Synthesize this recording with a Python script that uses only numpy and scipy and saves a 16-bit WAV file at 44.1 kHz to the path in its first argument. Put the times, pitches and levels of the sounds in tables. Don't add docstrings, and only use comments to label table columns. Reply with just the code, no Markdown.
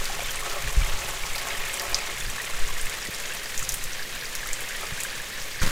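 import sys
import numpy as np
from scipy import signal
from scipy.fft import rfft, irfft, next_fast_len
from scipy.io import wavfile
from scipy.ndimage import uniform_filter1d

SR = 44100
rng = np.random.default_rng(int(sys.argv[2]) if len(sys.argv) > 2 else 0)


def generate_wav(signal):
    frames = np.transpose(np.atleast_2d(signal))
    scaled = np.clip(frames, -1, 1) * 32767
    pcm = np.round(scaled).astype(np.int16)
    wavfile.write(sys.argv[1], SR, pcm)


N = 251799


def gain_of(db):
    return 10 ** (np.asarray(db) / 20)


def evened(x):
    return x / np.sqrt(np.mean(x ** 2) + 1e-20)


def coloured(x, points):
    point_hz, point_db = np.transpose(points)
    size = next_fast_len(len(x))
    hz = np.fft.rfftfreq(size, 1 / SR)
    level_db = np.interp(np.log(hz + 1), np.log(point_hz + 1), point_db)
    return irfft(rfft(x, size) * gain_of(level_db), size)[:len(x)]


def ring(x, hz, width_hz):
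    b, a = signal.iirpeak(hz, hz / width_hz, SR)
    return signal.lfilter(b, a, x)


def wobble(seconds, depth_db):
    width = max(int(seconds * SR), 2)
    slow = uniform_filter1d(rng.standard_normal(N), width)
    slow = uniform_filter1d(slow, width)
    return gain_of(depth_db * evened(slow))


def taps(per_s, spread_db):
    heights = gain_of(spread_db * np.minimum(rng.exponential(1, N), 4))
    return heights * (rng.random(N) < per_s / SR)


def add(mix, s, sound):
    part = mix[round(s * SR):][:len(sound)]
    part += sound[:len(part)]


def curve(table):
    return np.interp(np.arange(N) / SR, *np.transpose(table))


def swells(s, height, half_s):
    t = np.arange(0, N + 64, 64) / SR
    bells = height * np.exp(-((t[:, None] - s) / half_s) ** 2)
    return curve(np.transpose([t, bells.sum(1)]))


# freq_hz [Hz], level_db [relative dB per Hz]
AIR_SPECTRUM = [(35, -29), (60, -1), (172, -0.5), (281, -6.5), (515, 1), (732, -9), (1200, -5.5),
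                (1410, -20), (1740, 0.5), (3940, -4.5), (6900, -9.5), (14200, -16.5), (16000, -19)]
AIR_DB = -39


def far_air():
    return gain_of(AIR_DB) * evened(coloured(rng.standard_normal(N), AIR_SPECTRUM))


# time_s [s], tilt [share 0-1]
CAMERA_TILT = [(0, 0), (1.9, 0), (2.3, 0.42), (3.8, 0.67), (4.0, 0.93), (4.8, 0.5), (5.35, 1.0),
               (5.71, 0.96)]
# freq_hz [Hz], level_db [relative dB]
SPRAY_COLOUR = [(1470, 12), (2500, 1.5), (4370, -4), (6920, -3.5), (13900, -14), (15200, -8.5),
                (16000, -45)]
SPRAY_DB, SPRAY_LOSS_DB = -36, 5.


def spray():
    out = np.zeros(N)
    for hz in (3500, 7000, 12500):
        ticks = taps(per_s=6000, spread_db=2.0) * rng.standard_normal(N)
        ticks = ticks * wobble(0.0072, 2.85) * wobble(0.025, 1.0)
        out += evened(ring(ticks, hz, 0.54 * hz)) * (hz / 7000) ** .5
    level_db = SPRAY_DB - SPRAY_LOSS_DB * curve(CAMERA_TILT)
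    return gain_of(level_db) * evened(coloured(out, SPRAY_COLOUR))


# pitch_hz [Hz], width_hz [Hz], level_db [relative dB]
TROUGH_MODES = [(408, 107, 0.5), (558.6, 57, 2), (669.4, 50, 1), (846, 62, 1), (1125, 81, 3.5),
                (1250, 94, 2)]
# [half length, s]
GURGLE_SURGES = [(.0, 2.5, 0.032), (0.124, 3.5, 0.025), (0.216, 5.5, 0.029), (.53, 6., 0.094),
                 (1.06, 5, .07), (1.536, 4.5, 0.079), (1.906, 6.5, 0.083), (2.55, 3, 0.13), (4.48, 5., .05),
                 (4.837, 8., .035), (5.6, 7.5, .1)]
TROUGH_DB, TROUGH_LOSS_DB = -43, 12.5


def trough():
    splashes = taps(per_s=1400, spread_db=2.0) * rng.standard_normal(N) * wobble(0.035, 1.85)
    hollow = np.zeros(N)
    for hz, width_hz, db in TROUGH_MODES:
        each_hz = 1.68 * width_hz
        mode = ring(ring(splashes, hz, each_hz), hz, each_hz)
        hollow += gain_of(db) * evened(mode)
    hollow = coloured(hollow, [(230, -13), (370, -2.5), (1500, -3)])
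    level_db = TROUGH_DB - TROUGH_LOSS_DB * curve(CAMERA_TILT) + swells(*np.transpose(GURGLE_SURGES))
    return gain_of(level_db) * evened(hollow)


# freq_hz [Hz], level_db [relative dB per Hz]
LUMP_SPECTRUM = [(1.2, -37), (2.0, 5), (16, -1.5), (25, -15), (48, -24), (60, -45), (78, -72), (130, -120)]
FLUTTER_SPECTRUM = [(18, -13), (30, -5), (59, -17.5), (92, -20), (135, -17), (198, -36), (300, -39),
                    (390, -65), (660, -120)]
RUSTLE_SPECTRUM = [(47, -33), (80, 0), (156, -3), (369, -15.5), (493, -11), (718, -19), (858, -13),
                   (1820, -7), (2660, -13.5), (7050, -18), (16000, -29)]
# [half length, s]
MIC_GUSTS = [(0.032, -25.5, -47, 0.08), (.35, -37, -44.5, 0.19), (0.663, -35, -37, 0.069),
             (0.796, -25, -26.5, 0.038), (0.922, -25, -33, 0.066), (1.07, -38, -42, 0.064),
             (1.27, -28, -62, 0.076), (1.596, -37, -47, 0.089), (1.93, -25.5, -44, 0.047),
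             (2.253, -29, -39.5, 0.097), (2.633, -22.5, -46.5, 0.079), (2.818, -28, -38, 0.074),
             (3.21, -33.5, -65, 0.05), (3.6, -31, -43, .04), (3.715, -32, -42, 0.037),
             (3.843, -39, -44, .1), (4.5, -34, -57, 0.067), (4.917, -55, -46, 0.037)]
# first_peak_s [s], level_db [dB], pitch_hz [Hz], direction [+1 dips first, -1 rises first]
MIC_PUSHES = [(0.666, -20, 37, 1), (0.777, -9, 41, 1), (0.835, -17.5, 30, 1), (0.944, -26, 65, 1),
              (1.051, -33, 130, 1), (3.0874, -25.5, 310, 1), (3.094, -27.5, 114, -1), (4.923, -26, 123, 1),
              (4.935, -32, 120, 1), (5.619, -17.5, 63, 1), (5.636, -17, 152, -1), (5.637, -12.5, 13, -1)]
CALM_LUMPS_DB, CALM_FLUTTER_DB = -37.5, -51.5
RUSTLE_S, RUSTLE_ATTACK_S = 5.614, 0.0043
RUSTLE_DB, RUSTLE_FADE_DB_PER_S = -26, 62


def push(hz, direction):
    turns = np.arange(0, 3, hz / SR)
    swing = np.sin(2 * np.pi * turns) * 2.78 * turns * np.exp(-1.9 * turns ** 2)
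    return -np.sign(direction) * swing


def wind():
    lumps, flutter, rustle = rng.standard_normal((3, N))
    s, lumps_db, flutter_db, half_s = np.transpose(MIC_GUSTS)
    lumps_gain = gain_of(CALM_LUMPS_DB) + swells(s, gain_of(lumps_db), half_s)
    out = lumps_gain * evened(coloured(lumps, LUMP_SPECTRUM))
    flutter_gain = gain_of(CALM_FLUTTER_DB) + swells(s, gain_of(flutter_db), half_s)
    out += flutter_gain * evened(coloured(flutter * wobble(0.021, 3.4), FLUTTER_SPECTRUM))

    t = np.maximum(np.arange(N) / SR - RUSTLE_S, 0)
    shape = np.minimum(t / RUSTLE_ATTACK_S, 1) * gain_of(RUSTLE_DB - RUSTLE_FADE_DB_PER_S * t)
    out += shape * evened(coloured(rustle * wobble(0.0034, 2.5), RUSTLE_SPECTRUM))

    for peak_s, db, hz, direction in MIC_PUSHES:
        add(out, peak_s - 0.32 / hz, gain_of(db) * push(hz, direction))
    return out


def smack(hz, click_db, ring_s, fizz_db, noise):
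    t = np.arange(len(noise)) / SR
    cycles = (t - .001) * 10500
    click = -np.cos(2 * np.pi * cycles) * np.exp(-1.8 * cycles ** 2)
    late = np.maximum(t - .0007, 0) / ring_s
    flattening = np.sin(2 * np.pi * hz * t) * late * np.exp(1 - late)
    blow = gain_of(click_db) * click + flattening
    first_echo = gain_of(-9.) * np.roll(blow, round(0.00105 * SR))
    second_echo = gain_of(-17.) * np.roll(blow, round(0.0082 * SR))

    bright = evened(ring(noise, 9400, 9600))
    tuned = evened(ring(ring(noise, hz, 0.75 * hz), hz, 0.75 * hz))
    fizz = tuned + 0.68 * gain_of(click_db) * bright
    fizz_gain = gain_of(fizz_db - 60 * t / 0.097) * np.clip((t - .001) / 0.00084, 0, 1)
    return blow + first_echo + second_echo + fizz_gain * fizz


# [click against the ring, dB]
STONE_DROPS = [(.0424, -22, 6400, 3.5), (.0544, -20, 4500, 3), (.2304, -27, 12100, -4),
               (.3077, -20.5, 6300, 3), (.3182, -25, 12900, -7), (.357, -21, 8500, -7),
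               (.3945, -26, 9860, -4), (.4978, -23, 4640, 4), (1.3329, -24, 7070, -1),
               (1.3528, -24, 4080, 8), (1.3813, -18, 5000, -6), (1.4172, -26, 9180, 2),
               (1.485, -20, 6560, -12), (1.6018, -27, 13500, -7), (1.7334, -22, 8340, -6),
               (1.7404, -19.5, 8700, -4), (1.7723, -23, 7560, -2), (1.7963, -13.5, 5260, -3),
               (1.8188, -23, 11700, -2), (1.8956, -26, 12400, -4), (1.9445, -4, 5250, -25),
               (2.2019, -22, 6780, -2), (2.2992, -23.5, 7540, 5), (2.4179, -26, 6200, 9),
               (2.593, -24, 8060, -9), (2.6758, -21, 6660, -13), (2.813, -18.5, 8750, -8),
               (2.8569, -28, 7800, 9), (2.8958, -22, 7360, 1), (2.9392, -26, 9350, -7),
               (3.051, -22, 8200, -12), (3.1078, -27, 13400, -6), (3.1462, -20, 5300, -2),
               (3.1994, -23, 6460, 3), (3.3358, -27, 8820, 1), (3.4326, -27, 9300, 2),
               (3.5768, -15, 6600, -1), (3.593, -19.5, 6930, 4), (3.6277, -19, 6900, -2),
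               (3.6364, -24, 6790, -4), (3.6494, -24, 5610, -2), (3.6905, -11.5, 6470, 4),
               (3.7209, -19, 6860, 5), (3.7409, -16.5, 9020, 5), (3.8387, -22.5, 6900, 7.5),
               (3.8404, -27, 12500, 2), (3.932, -22, 5950, -11), (4.3515, -16, 6200, 4),
               (4.4717, -29, 4610, 12), (4.4894, -26, 6910, 3), (4.5306, -12.5, 7160, -6),
               (4.6054, -29.5, 7450, 13), (4.6887, -23.5, 6500, 1), (5.003, -18, 7400, 1),
               (5.007, -21, 7230, 0), (5.0338, -18, 7750, 5.5), (5.6165, -21.5, 6460, -10),
               (5.6304, -18, 6020, -4), (5.6785, -23, 4000, 1)]
RING_S = 0.00022
FIZZ_DB, FIZZ_PER_DB = -19.5, -0.08


def smacks():
    out = np.zeros(N)
    noises = rng.standard_normal((len(STONE_DROPS), 3000))
    for (s, db, hz, click_db), noise in zip(STONE_DROPS, noises):
        add(out, s, gain_of(db) * smack(hz, click_db, RING_S, FIZZ_DB + FIZZ_PER_DB * db, noise))
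    for hz in np.geomspace(4500, 14000, num=14):
        one = smack(hz, -26, 0.00031, -16.5, rng.standard_normal(3000))
        patter = signal.oaconvolve(taps(per_s=5, spread_db=3.), one)[:N]
        out += gain_of(-32.5) * (4500 / hz) ** 0.91 * patter
    return out


def bubble(hz, t60, rise):
    t = np.arange(2000) / SR
    tone = np.sin(2 * np.pi * hz * t * (1 + rise * t / t60))
    return tone * (1 - np.exp(-t / 0.00038)) * gain_of(-60 * t / t60)


# time_s [s], level_db [dB]
BUBBLING_LEVEL = [(0, -43), (.2, -40.5), (.3, -41), (.95, -41.5), (1.08, -37), (1.2, -43), (1.53, -36.5),
                  (1.74, -38.5), (2.78, -39), (3.82, -42.5), (3.98, -39), (4.06, -43.5), (4.9, -39),
                  (5.35, -43), (5.6, -40)]
# start_s [s], level_db [dB], pitch_hz [Hz]
SINGLE_PLINKS = [(.099, -23.5, 774), (.192, -23, 696), (.204, -24, 2340), (.222, -26, 565),
                 (.244, -25, 3530), (.295, -23.5, 3200), (.426, -26, 1130), (0.463, -26, 1170),
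                 (0.518, -26, 1340), (0.58, -26, 1130), (.699, -28, 1070), (.819, -20.5, 2270),
                 (1.236, -24, 2280), (1.347, -23, 2180), (1.483, -25, 1990), (1.714, -26, 2140),
                 (1.864, -29, 1990), (2.208, -24.5, 3400), (2.282, -26, 1730), (2.381, -26, 1730),
                 (2.382, -27, 1110), (2.497, -30, 1070), (2.535, -27, 1330), (2.69, -28, 1080),
                 (2.705, -30, 1010), (2.796, -26, 1600), (2.4, -20.5, 1880), (2.474, -26, 2090),
                 (2.624, -28, 1640), (3.061, -22.5, 1950), (3.322, -24.5, 2690), (3.624, -25, 1300),
                 (3.994, -25, 1680), (4.021, -27, 1640), (4.223, -26, 1650), (4.431, -22, 1670),
                 (4.458, -27, 1290), (4.512, -26, 2280), (4.59, -26, 1620), (4.83, -28, 1300),
                 (4.756, -26, 1890), (4.978, -25, 1610), (5.051, -22, 1610), (5.2, -24, 1680),
                 (5.617, -20.5, 1480)]
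COMMON_HZ, COMMON_SINK_HZ = 2204, 500
PLINK_T60_S = 0.029


def puddles():
    out = np.zeros(N)
    common_hz = COMMON_HZ - COMMON_SINK_HZ * curve(CAMERA_TILT)
    for hz, (t60_draw, rise_draw) in zip(np.geomspace(1500, 4200, num=40), rng.random((40, 2))):
        t60 = (0.011 + 0.024 * t60_draw) * (1800 / hz) ** .5
        one = bubble(hz, t60, 0.19 * rise_draw)
        share = 0.68 + np.exp(-(np.log(hz / common_hz) / 0.31) ** 2)
        out += signal.oaconvolve(share * taps(per_s=28, spread_db=3.2), one)[:N]
    out = gain_of(curve(BUBBLING_LEVEL)) * evened(out * wobble(0.0094, 2.06))
    for s, db, hz in SINGLE_PLINKS:
        add(out, s, gain_of(db) * bubble(hz, PLINK_T60_S, 0.04))
    return out


def scene():
    heard = far_air() + spray() + trough() + wind() + smacks() + puddles()
    return np.tile(heard, (2, 1))


def record(dry):
    lowpass = signal.firwin(511, 15850, window=("kaiser", 9), fs=SR)
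    return signal.oaconvolve(dry, lowpass[None], "same")


dry = scene()
out = record(dry)
generate_wav(out)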